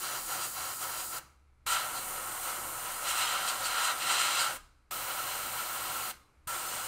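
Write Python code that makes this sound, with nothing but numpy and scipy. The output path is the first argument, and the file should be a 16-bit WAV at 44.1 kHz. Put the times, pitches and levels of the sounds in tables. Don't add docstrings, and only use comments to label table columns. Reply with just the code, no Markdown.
import sys
import numpy as np
from scipy import signal
from scipy.fft import rfft, irfft, next_fast_len
from scipy.io import wavfile
from scipy.ndimage import uniform_filter1d

SR = 44100
rng = np.random.default_rng(int(sys.argv[2]) if len(sys.argv) > 2 else 0)


def rack_gain(trim_db):
    fader = np.asarray(trim_db, float)
    return 10 ** (fader / 20)


def waveform_to_disk(signal):
    frames = np.transpose(np.atleast_2d(signal))
    scaled = np.clip(frames, -1, 1) * 32767
    samples = np.round(scaled).astype(np.int16)
    wavfile.write(sys.argv[1], SR, samples)


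N = 302967

# valve shuts in seconds,
# then nozzle hiss, jet, whistle and roar in dB.
BURSTS = [
    (1.185, -43.5, -60, -45, -54.5),
    (4.569, -44, -49, -44.5, -43),
    (6.111, -42.5, -43.5, -44, -41.5),
    (6.9, -44.5, -45, -42.5, -43.5),
]
VALVE_OPENS = [-1, 1.6646, 4.9108, 6.4742]
VALVE_OPEN_S, VALVE_SHUT_S = 0.0011, 0.007
FILTER_OPEN_DB = -37


def unit(x):
    return x / np.sqrt(np.mean(x ** 2))


def coloured(spectrum=(), modes=(), under_db=-6.0):
    size = next_fast_len(N)
    f = np.arange(size // 2 + 1) * SR / size + 1
    power = np.zeros(len(f))
    if len(spectrum):
        hz, db = np.transpose(spectrum)
        smooth_db = np.interp(np.log(f), np.log(hz), db, -90, -90)
        power += rack_gain(smooth_db + under_db) ** 2
    for hz, width, db in modes:
        power += rack_gain(db) ** 2 / (1 + (2 * (f - hz) / width) ** 2) ** 2
    return unit(irfft(rfft(rng.standard_normal(size)) * np.sqrt(power), size)[:N])


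def walk(rate):
    k = int(SR / rate)
    steps = np.repeat(rng.standard_normal(N // k + 1), k)
    return 0.94 * uniform_filter1d(uniform_filter1d(steps, k), k)[:N]


def bell(t, s, length):
    return np.exp(-(2 * (t - s) / length) ** 2)


def burst_number(t, lead_s=20 * VALVE_OPEN_S):
    return np.searchsorted(VALVE_OPENS, t + lead_s) - 1


def follower(x, seconds):
    k = 1 / (seconds * SR)
    return np.sqrt(signal.lfilter([k], [1, k - 1], x ** 2)) / rack_gain(FILTER_OPEN_DB)


def contact(t):
    # arrives in seconds, stays in seconds, jet in dB,
    # roar of the hollows in dB relative to the jet.
    passes = [(.05, .13, -42, 0.5), (.2, 0.01, -55, 7), (.31, 0.14, -42.5, 2.5), (.575, 0.14, -43.5, 2),
              (.83, 0.067, -46, 4.5), (.92, 0.083, -47.5, 3.5), (1.0, .02, -50, 1),
              (1.14, 0.058, -45.5, 2.5), (1.675, .11, -37, -1.5), (1.77, 0.078, -43.5, 5),
              (1.9, .05, -54.5, 6), (2.15, .03, -53, 6), (2.485, .015, -44, 3), (2.86, 0.065, -47.5, 2.5),
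              (3.07, 0.061, -38, 1), (3.18, 0.14, -35, -1), (3.34, 0.18, -39, 2.5),
              (3.56, 0.068, -45.5, 2.5), (3.66, .09, -39.5, 0), (3.789, .12, -35, 1.5),
              (4.02, 0.067, -36.5, -2.5), (4.109, .32, -31.5, -2), (4.43, 0.026, -38.5, 4.5),
              (4.49, 0.022, -44, 2), (5.09, 0.016, -48, 4.5), (5.20, 0.013, -49, 5), (5.31, .02, -50, 1),
              (5.82, 0.016, -55, 7), (6.48, 0.088, -54.5, 8), (6.79, 0.067, -55.5, 9.5)]
    # middle in seconds, length in seconds, whistle in dB,
    # hiss in dB relative to the whistle.
    ribs = [(0.032, 0.044, -42.5, -8), (0.32, 0.098, -43, -1), (0.44, 0.07, -41, -4), (0.826, .06, -43, -3),
            (0.997, 0.054, -44, -6), (1.677, .03, -42, -3), (1.724, 0.077, -37.5, -3),
            (1.977, 0.072, -44, -9), (2.104, .15, -50, 4), (2.464, 0.15, -46, 2.5),
            (3.103, 0.053, -34.5, -5.5), (3.197, 0.12, -40.5, -2), (3.489, .045, -36, -8.5),
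            (3.66, 0.046, -38, -7), (3.852, 0.085, -36, -8.5), (4.123, 0.065, -37, -13),
            (4.205, .05, -36.5, -15), (4.26, .05, -40, -12), (4.31, .03, -40.5, -10),
            (4.355, .03, -39, -10), (4.449, .02, -40, -10), (4.407, .05, -36.5, -6.5)]
    arrive, leave, sag = 255, 224.5, 9.5
    jet, roaring, rib, hissing = np.zeros((4, N))
    for s, stay, db, hollow_db in passes:
        age = t - s
        rising_db = arrive * np.minimum(age, 0)
        falling_db = sag * np.maximum(age, 0) + leave * np.maximum(age - stay, 0)
        power = rack_gain(db + rising_db - falling_db) ** 2
        jet += power
        roaring += power * rack_gain(hollow_db) ** 2
    for s, length, db, hiss_db in ribs:
        power = (rack_gain(db) * bell(t, s, length)) ** 2
        rib += power
        hissing += power * rack_gain(hiss_db) ** 2
    return np.array([jet * rack_gain(-16.5) ** 2 + hissing, jet + rib * rack_gain(-4.5) ** 2,
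                     jet * rack_gain(-5.5) ** 2 + rib, roaring])


def air_flow(t):
    bleed_levels = [-15, -20, -23, -22]
    bleed_s = 0.068
    glancing_db, hard_db = -45, -36
    gains, hard = np.zeros((4, N)), np.zeros(N)
    added = contact(t)
    swing_db = -2.5 * bell(t, 3.975, 0.1)
    for (shuts, *base_db), opens, bleed_db in zip(BURSTS, VALVE_OPENS, bleed_levels):
        opening = np.exp(np.clip(t - opens, None, 0) / VALVE_OPEN_S)
        valve = opening * np.exp(-np.clip(t - shuts, 0, None) / VALVE_SHUT_S)
        surge_db = 2 * np.exp(-np.clip(t - opens, 0, None) / 0.014)
        ease_db = 42 * np.clip(t - 4.474, 0, None) * (opens < 4.474)
        pressure_db = swing_db + surge_db - ease_db
        db = 10 * np.log10(rack_gain(np.array(base_db)[:, None] + pressure_db) ** 2 + added)
        gains += valve * rack_gain(db)
        bleed = (t > shuts) * rack_gain(bleed_db) * np.exp(-np.clip(t - shuts, 0, None) / bleed_s)
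        last = min(int(shuts * SR), N - 1)
        gains[1::2] += bleed * rack_gain(db[1::2, [last]])
        begun = t > opens - 20 * VALVE_OPEN_S
        hard = np.where(begun, np.clip((db[1] - glancing_db) / (hard_db - glancing_db), 0, 1), hard)
    return gains, hard


def blurred(modes):
    return [(hz, max(width, 60, 0.027 * hz), db) for hz, width, db in modes]


def struck(hard, spectra, modes, under_db):
    glancing, blown = (coloured(s, blurred(m), under_db) for s, m in zip(spectra, modes))
    return np.sqrt(1 - hard) * glancing + np.sqrt(hard) * blown


def nozzle_hiss(t):
    # Hz, dB per Hz.
    nozzle_spectra = [
        [(5470, -38), (9300, -5), (9910, 0.5), (10600, -5.5), (11300, -1), (13700, -5), (15000, 1.5),
         (15700, -6)],
        [(5470, -39), (9300, 0.5), (10600, -5), (11500, -0.5), (13800, -4.5), (15000, -1), (15700, -8.5)],
        [(5470, -32), (9300, -2), (9980, -2), (10800, -5), (12800, 2), (13500, -0.5), (14900, 0.5), (15700, -3)],
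    ]
    nozzle_of_burst = [0, 1, 2, 2]
    angles = [coloured(spectrum) for spectrum in nozzle_spectra]
    angle = np.array(nozzle_of_burst)[burst_number(t)]
    return np.choose(angle, angles)


def strike_and_whistle(t, hard):
    # Hz, dB per Hz.
    strike_spectra = [
        [(940, -70.5), (1600, 2.5), (1780, -7.5), (1930, -1.5), (2580, -1.5), (2960, 0.5), (3650, -3),
         (4070, -1.5), (5300, -3.5), (6300, -8), (8190, -43), (13900, -120)],
        [(940, -18.5), (1600, -3.5), (2000, -4.5), (2350, -3.5), (2670, 2.5), (3150, 2), (3430, -3.5),
         (4030, 0.5), (4570, -8.5), (6300, -22.5), (8190, -67.5), (13900, -120)],
    ]
    # Hz, width in Hz, dB.
    strike_modes = [
        [(2232, 19, 1), (2860, 570, -3), (3560, 61, -10), (4085, 200, -2.5), (6100, 230, -4)],
        [(1984, 130, -0.5), (2167, 25, 0.5), (3140, 110, -1), (4030, 170, 1.5), (4380, 29, -8.5),
         (4810, 100, -4.5), (5160, 93, -4), (6080, 200, -4)],
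    ]
    # Hz, dB per Hz.
    whistle_spectra = [
        [(3410, -32), (5800, -8.5), (6370, -7), (6890, -1.5), (7900, -1.5), (8520, -1), (10200, -6),
         (13300, -35.5), (22000, -120)],
        [(3410, -20.5), (5800, -6), (6010, -10.5), (6400, -10.5), (6920, -1), (7630, -8.5), (8290, 2),
         (9170, -11.5), (10200, -9.5), (13300, -35), (22000, -120)],
    ]
    # Hz, width in Hz, dB.
    whistle_modes = [
        [(8470, 550, 0.0048)],
        [(7450, 70, -2.5), (7900, 51, -12), (8460, 200, -1.5), (8960, 29, -22), (9770, 200, -14.5)],
    ]
    # Hz, dB per Hz.
    sweep_spectra = [
        [(940, -39), (1600, -3.5), (2320, -6.5), (3010, -2), (3650, -8.5), (4030, -2.5), (4870, -9.5),
         (5270, -13), (5750, -1.5), (6300, -8), (8190, -34), (13900, -120)],
        [(3410, -16), (5800, -11.5), (6330, -6.5), (6920, 2), (7520, -1.5), (8190, 1.5), (9110, -1.5),
         (9910, -6), (10200, -9.5), (13300, -26), (22000, -120)],
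    ]
    # Hz, width in Hz, dB.
    sweep_modes = [
        [(2238, 13, -0.5), (2750, 28, 0.5), (3070, 40, -0.5), (3550, 37, -14.5), (4060, 200, 0), (4850, 460, 0),
         (6310, 220, -5.5)],
        [(6850, 210, -0.92), (8290, 530, 0), (9700, 190, 0)],
    ]
    swept = [coloured(s, blurred(m), under_db=2.0) for s, m in zip(sweep_spectra, sweep_modes)]
    first = burst_number(t) == 0
    strike = np.where(first, swept[0], struck(hard, strike_spectra, strike_modes, under_db=-3.5))
    whistle = np.where(first, swept[1], struck(hard, whistle_spectra, whistle_modes, under_db=-2.0))
    return strike, whistle


def hollow_roar(hard):
    # Hz, dB per Hz.
    roar_spectra = [
        [(250, -34), (420, -22.5), (576, -5), (662, -10), (756, -5.5), (1190, -7), (1310, 0.5), (1710, -12),
         (1900, -8.5), (2470, -20.5), (4180, -120)],
        [(250, -58.5), (420, -28.5), (555, -10), (645, -17.5), (765, -11.5), (1170, -7), (1330, 2), (1710, -16),
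         (1900, -9), (2470, -70.5), (4180, -120)],
    ]
    # Hz, width in Hz, dB.
    roar_modes = [
        [(525, 87, -11.5), (752, 64, -5), (868, 56, -7.5), (988, 41, -5.5), (1097, 40, -4), (1335, 160, -3),
         (1517, 13, -8.5)],
        [(588, 36, -17.5), (760, 176, -12.5), (838, 40, -14), (976, 19, -9), (1100, 24, -12), (1250, 23, -14),
         (1390, 66, -2.5), (1560, 45, -8.5)],
    ]
    return struck(hard, roar_spectra, roar_modes, under_db=-3.0)


def airbrush(t):
    gains, hard = air_flow(t)
    hiss = nozzle_hiss(t)
    strike, whistle = strike_and_whistle(t, hard)
    roar = hollow_roar(hard)
    flutter = walk(30)
    flicker_db = np.array([0.74 * walk(60),
                           0.56 * flutter + 0.86 * walk(90),
                           0.49 * flutter + 0.26 * walk(70),
                           0.79 * flutter + 0.57 * walk(40)])
    return np.sum(gains * rack_gain(flicker_db) * [hiss, strike, whistle, roar], axis=0)


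def workshop(spray):
    # Hz, width in Hz.
    fan_bands = [
        (116.8, 20),
        (27.9, 27),
        (68.7, 15),
    ]
    # Hz, dB per Hz.
    fan_rush = [(82, -50.5), (140, 0), (167, -11), (216, -2), (253, -6), (356, 3), (399, -6), (480, -1.5),
                (620, -18.5), (1060, -120)]
    # Hz, dB per Hz.
    shop_floor = [(76, -34), (130, -3), (260, -9.5), (315, -4), (347, -10.5), (682, -12.5), (1310, -9.5),
                  (1860, -18), (2210, -13.5), (3180, -25.5), (4090, -24), (5260, -27.5), (11400, -29.5),
                  (13000, -37)]
    loud = follower(spray, 0.0068)
    held = follower(np.minimum(loud, 1) * rack_gain(FILTER_OPEN_DB), 0.054)
    lifted = np.hypot(1, rack_gain(13) * held)
    through = np.minimum(loud, np.maximum(loud, 1) ** -0.31)
    pressed = np.maximum(follower(spray, 0.1), 1) ** -0.54
    hum = np.hypot(rack_gain(-64.5) * through, rack_gain(-78.5))
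    levels = [hum, rack_gain(-69) * pressed, rack_gain(-67) * pressed]
    fan = np.zeros(N)
    for level, (hz, width) in zip(levels, fan_bands):
        fan += level * rack_gain(1.5 * walk(7)) * coloured(modes=[(hz, width, 0)])
    rush = rack_gain(-59 + 2.4 * walk(7.1)) * through * coloured(fan_rush)
    return fan + rush + lifted * rack_gain(-74 + 2.2 * walk(6)) * coloured(shop_floor)


def bench(x):
    # Hz, width in Hz, dB.
    bench_dips = [(5310, 180, -5.5), (3740, 210, -2), (6030, 220, -2), (2430, 110, -0.5)]
    size = next_fast_len(N)
    f = np.arange(size // 2 + 1) * SR / size
    gain = rack_gain(sum(db / (1 + (2 * (f - hz) / width) ** 2) for hz, width, db in bench_dips))
    return irfft(rfft(x, size) * gain, size)[:N]


def room(x):
    # Hz, 60 dB decay time in seconds, dB.
    room_decay = [(495, 0.23, -10.5), (900, 0.35, -15.5), (1150, 0.36, -5), (1360, 0.37, -11),
                  (1700, 0.3, -10), (2250, 0.24, -9), (3200, 0.32, -10.5), (5000, 0.38, -11.5),
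                  (9000, 0.3, -12.5), (14400, 0.27, -16.5)]
    age = np.arange(int(1.2 * SR)) / SR
    f, times, z = signal.stft(rng.standard_normal(len(age)), SR, nperseg=256)
    hz, t60, db = np.transpose(room_decay)
    t60, db = (np.interp(np.log(f + 1), np.log(hz), c)[:, None] for c in (t60, db))
    near = rack_gain(-60 * times / t60)
    far = rack_gain(-19.5 - 60 * times / (t60 * 2.24))
    decay = rack_gain(db) * np.hypot(near, far) * np.sqrt(2 * np.log(1000) / (t60 * SR))
    tail = signal.istft(z * decay, SR, nperseg=256)[1][:len(age)]
    tail = tail * np.clip(age / 0.0021, 0, 1)
    return signal.fftconvolve(x, tail)[:N]


def edges(t):
    # middle in seconds, length in seconds, dB, Hz.
    crossings = [(.055, .04, -46, 4400), (1.97, 0.066, -45, 4230), (3.49, 0.042, -40, 4450),
                 (3.657, 0.049, -39, 4450), (3.86, .05, -49.5, 4600), (4.408, 0.064, -36, 4530)]
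    flares = np.zeros(N)
    for s, length, db, hz in crossings:
        flares += rack_gain(db) * bell(t, s, length) * coloured(modes=[(hz, 900, 0)])
    return flares


def hollow(t):
    # middle in seconds, length in seconds, dB.
    sings = [(.1, .1, -51), (.25, .06, -53), (.33, .06, -51), (.52, 0.073, -57), (.65, .1, -50),
             (.77, .06, -55), (.84, .05, -49), (.95, .06, -51), (1.14, .09, -48), (1.682, .03, -44),
             (1.74, .07, -43), (1.82, .04, -39), (1.97, .08, -50), (2.2, .12, -50), (2.5, .06, -50),
             (3.18, 0.063, -43), (3.27, .04, -44), (3.35, .06, -42), (3.453, .04, -43), (3.5, .04, -43.5),
             (3.75, 0.043, -42), (3.81, .04, -42), (3.87, .05, -41), (3.94, .04, -47),
             (4.087, 0.054, -39.5), (4.13, .04, -37.5), (4.2, .05, -39), (4.3, .05, -42.5),
             (4.445, .07, -37.5), (4.52, .04, -46), (4.943, .06, -48), (5.08, .06, -49), (5.2, .04, -46),
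             (5.33, .08, -48), (5.6, .08, -47), (5.73, .08, -48), (5.97, 0.089, -48), (6.501, .05, -41.5),
             (6.57, .06, -44), (6.66, .02, -48), (6.81, 0.075, -43)]
    flowing = np.zeros(N)
    for (shuts, *_), opens in zip(BURSTS, VALVE_OPENS):
        flowing += (t > opens) * np.exp(-np.clip(t - shuts, 0, None) / VALVE_SHUT_S)
    coarse = t[::64]
    power = sum((rack_gain(db) * bell(coarse, s, 1.4 * length)) ** 2 for s, length, db in sings)
    swell = np.interp(t, coarse, np.sqrt(power))
    note = swell * coloured(modes=[(1345, 124, 0)])
    graze = rack_gain(-54) * (t < VALVE_OPENS[1]) * coloured(modes=[(4700, 2100, 0)])
    return flowing * (note + graze)


def thumps(t):
    # seconds, dB.
    jolts = [(1.0, -66), (1.21, -66), (1.72, -58), (1.97, -63), (3.98, -69), (4.62, -58), (4.98, -62),
             (6.16, -67), (6.5, -63)]
    out = np.zeros(N)
    for s, db in jolts:
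        out += rack_gain(db) * bell(t, s, 0.12) * np.sqrt(2) * np.cos(2 * np.pi * 34 * (t - s))
    return out


def rings(t):
    # valve shuts in seconds, Hz, dB, 60 dB decay time in seconds.
    ringing = [(1.185, 1314, -67, .8), (1.185, 1168, -63, .5), (1.185, 2223, -66, .45),
               (4.569, 1500, -72, 0.97), (6.111, 1400, -60, .35), (6.111, 1104, -70, 1.2),
               (6.111, 2060, -63, .3)]
    half = 0.05
    noise = rng.standard_normal(SR)
    out, age = np.zeros(N), t[:SR]
    for s, hz, db, t60 in ringing:
        sos = signal.butter(2, [hz * (1 - half), hz * (1 + half)], "band", fs=SR, output="sos")
        band = unit(signal.sosfilt(sos, noise))
        start = int(s * SR)
        part = out[start:start + SR]
        part += (rack_gain(db - 60 * age / t60) * band)[:len(part)]
        noise = np.roll(noise, SR // 7)
    return out


def puffs(t):
    # seconds, peak in dB, Hz.
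    thuds = [
        (1.663, -41, 80),
        (4.907, -49, 80),
        (6.474, -41, 120),
    ]
    out = np.zeros(N)
    for s, db, hz in thuds:
        age = np.clip(t - s + 0.004, 0, None)
        out += rack_gain(db) * np.sin(2 * np.pi * hz * age) * np.exp(-age / 0.0051)
    return out


def pump(t):
    on_s, off_s, ramp_s = 2.0, 3.92, 0.06
    running = np.clip(np.minimum(t - on_s, off_s - t) / ramp_s, 0, 1)
    return rack_gain(-64.5 + 0.8 * walk(4.6)) * running * np.sqrt(2) * np.sin(2 * np.pi * 27 * t)


def flecks():
    # middle in seconds, low edge in Hz, high edge in Hz, dB.
    fleck_bands = [(2.79, 5700, 6900, -57), (2.79, 9600, 11000, -52), (3.254, 4700, 6240, -46),
                   (3.254, 9000, 10400, -48), (4.345, 6900, 8400, -41), (5.553, 11100, 12400, -52),
                   (5.739, 4200, 5230, -59), (5.739, 13800, 15200, -53), (6.017, 13800, 15900, -47),
                   (6.041, 4200, 5170, -53), (6.041, 7700, 9000, -47), (6.691, 5200, 6300, -52),
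                   (6.691, 8300, 9700, -46), (6.691, 11000, 12400, -55)]
    half_s = 1024 / SR
    side, size = np.zeros(N), int(2 * half_s * SR)
    f = np.arange(size // 2 + 1) * SR / size
    fade = np.sin(np.pi * np.arange(size) / size) ** 1.5
    for s, low_hz, high_hz, db in fleck_bands:
        inside = (f > low_hz) & (f < high_hz)
        band = irfft(rfft(rng.standard_normal(size)) * inside, size)
        start = int((s - half_s) * SR)
        side[start:start + size] += rack_gain(db) * unit(band) * fade
    return side


def scene():
    send_db = [0.85, 0.55, 0, 1.7]
    t = np.arange(N) / SR
    spray = airbrush(t) + edges(t)
    sent = spray * rack_gain(send_db)[burst_number(t, lead_s=0.02)]
    mono = bench(spray) + room(sent) + workshop(spray) + hollow(t)
    mono += thumps(t) + rings(t) + puffs(t) + pump(t)
    return np.array([mono, mono])


def low_pass(x):
    return signal.sosfilt(signal.butter(12, 16680, fs=SR, output="sos"), x)


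def record(dry):
    top = signal.ellip(12, 0.1, 70, 15830, fs=SR, output="sos")
    wide = dry + flecks() * np.array([[1], [-1]])
    return low_pass(signal.sosfilt(top, wide))


dry = scene()
out = record(dry)
waveform_to_disk(out)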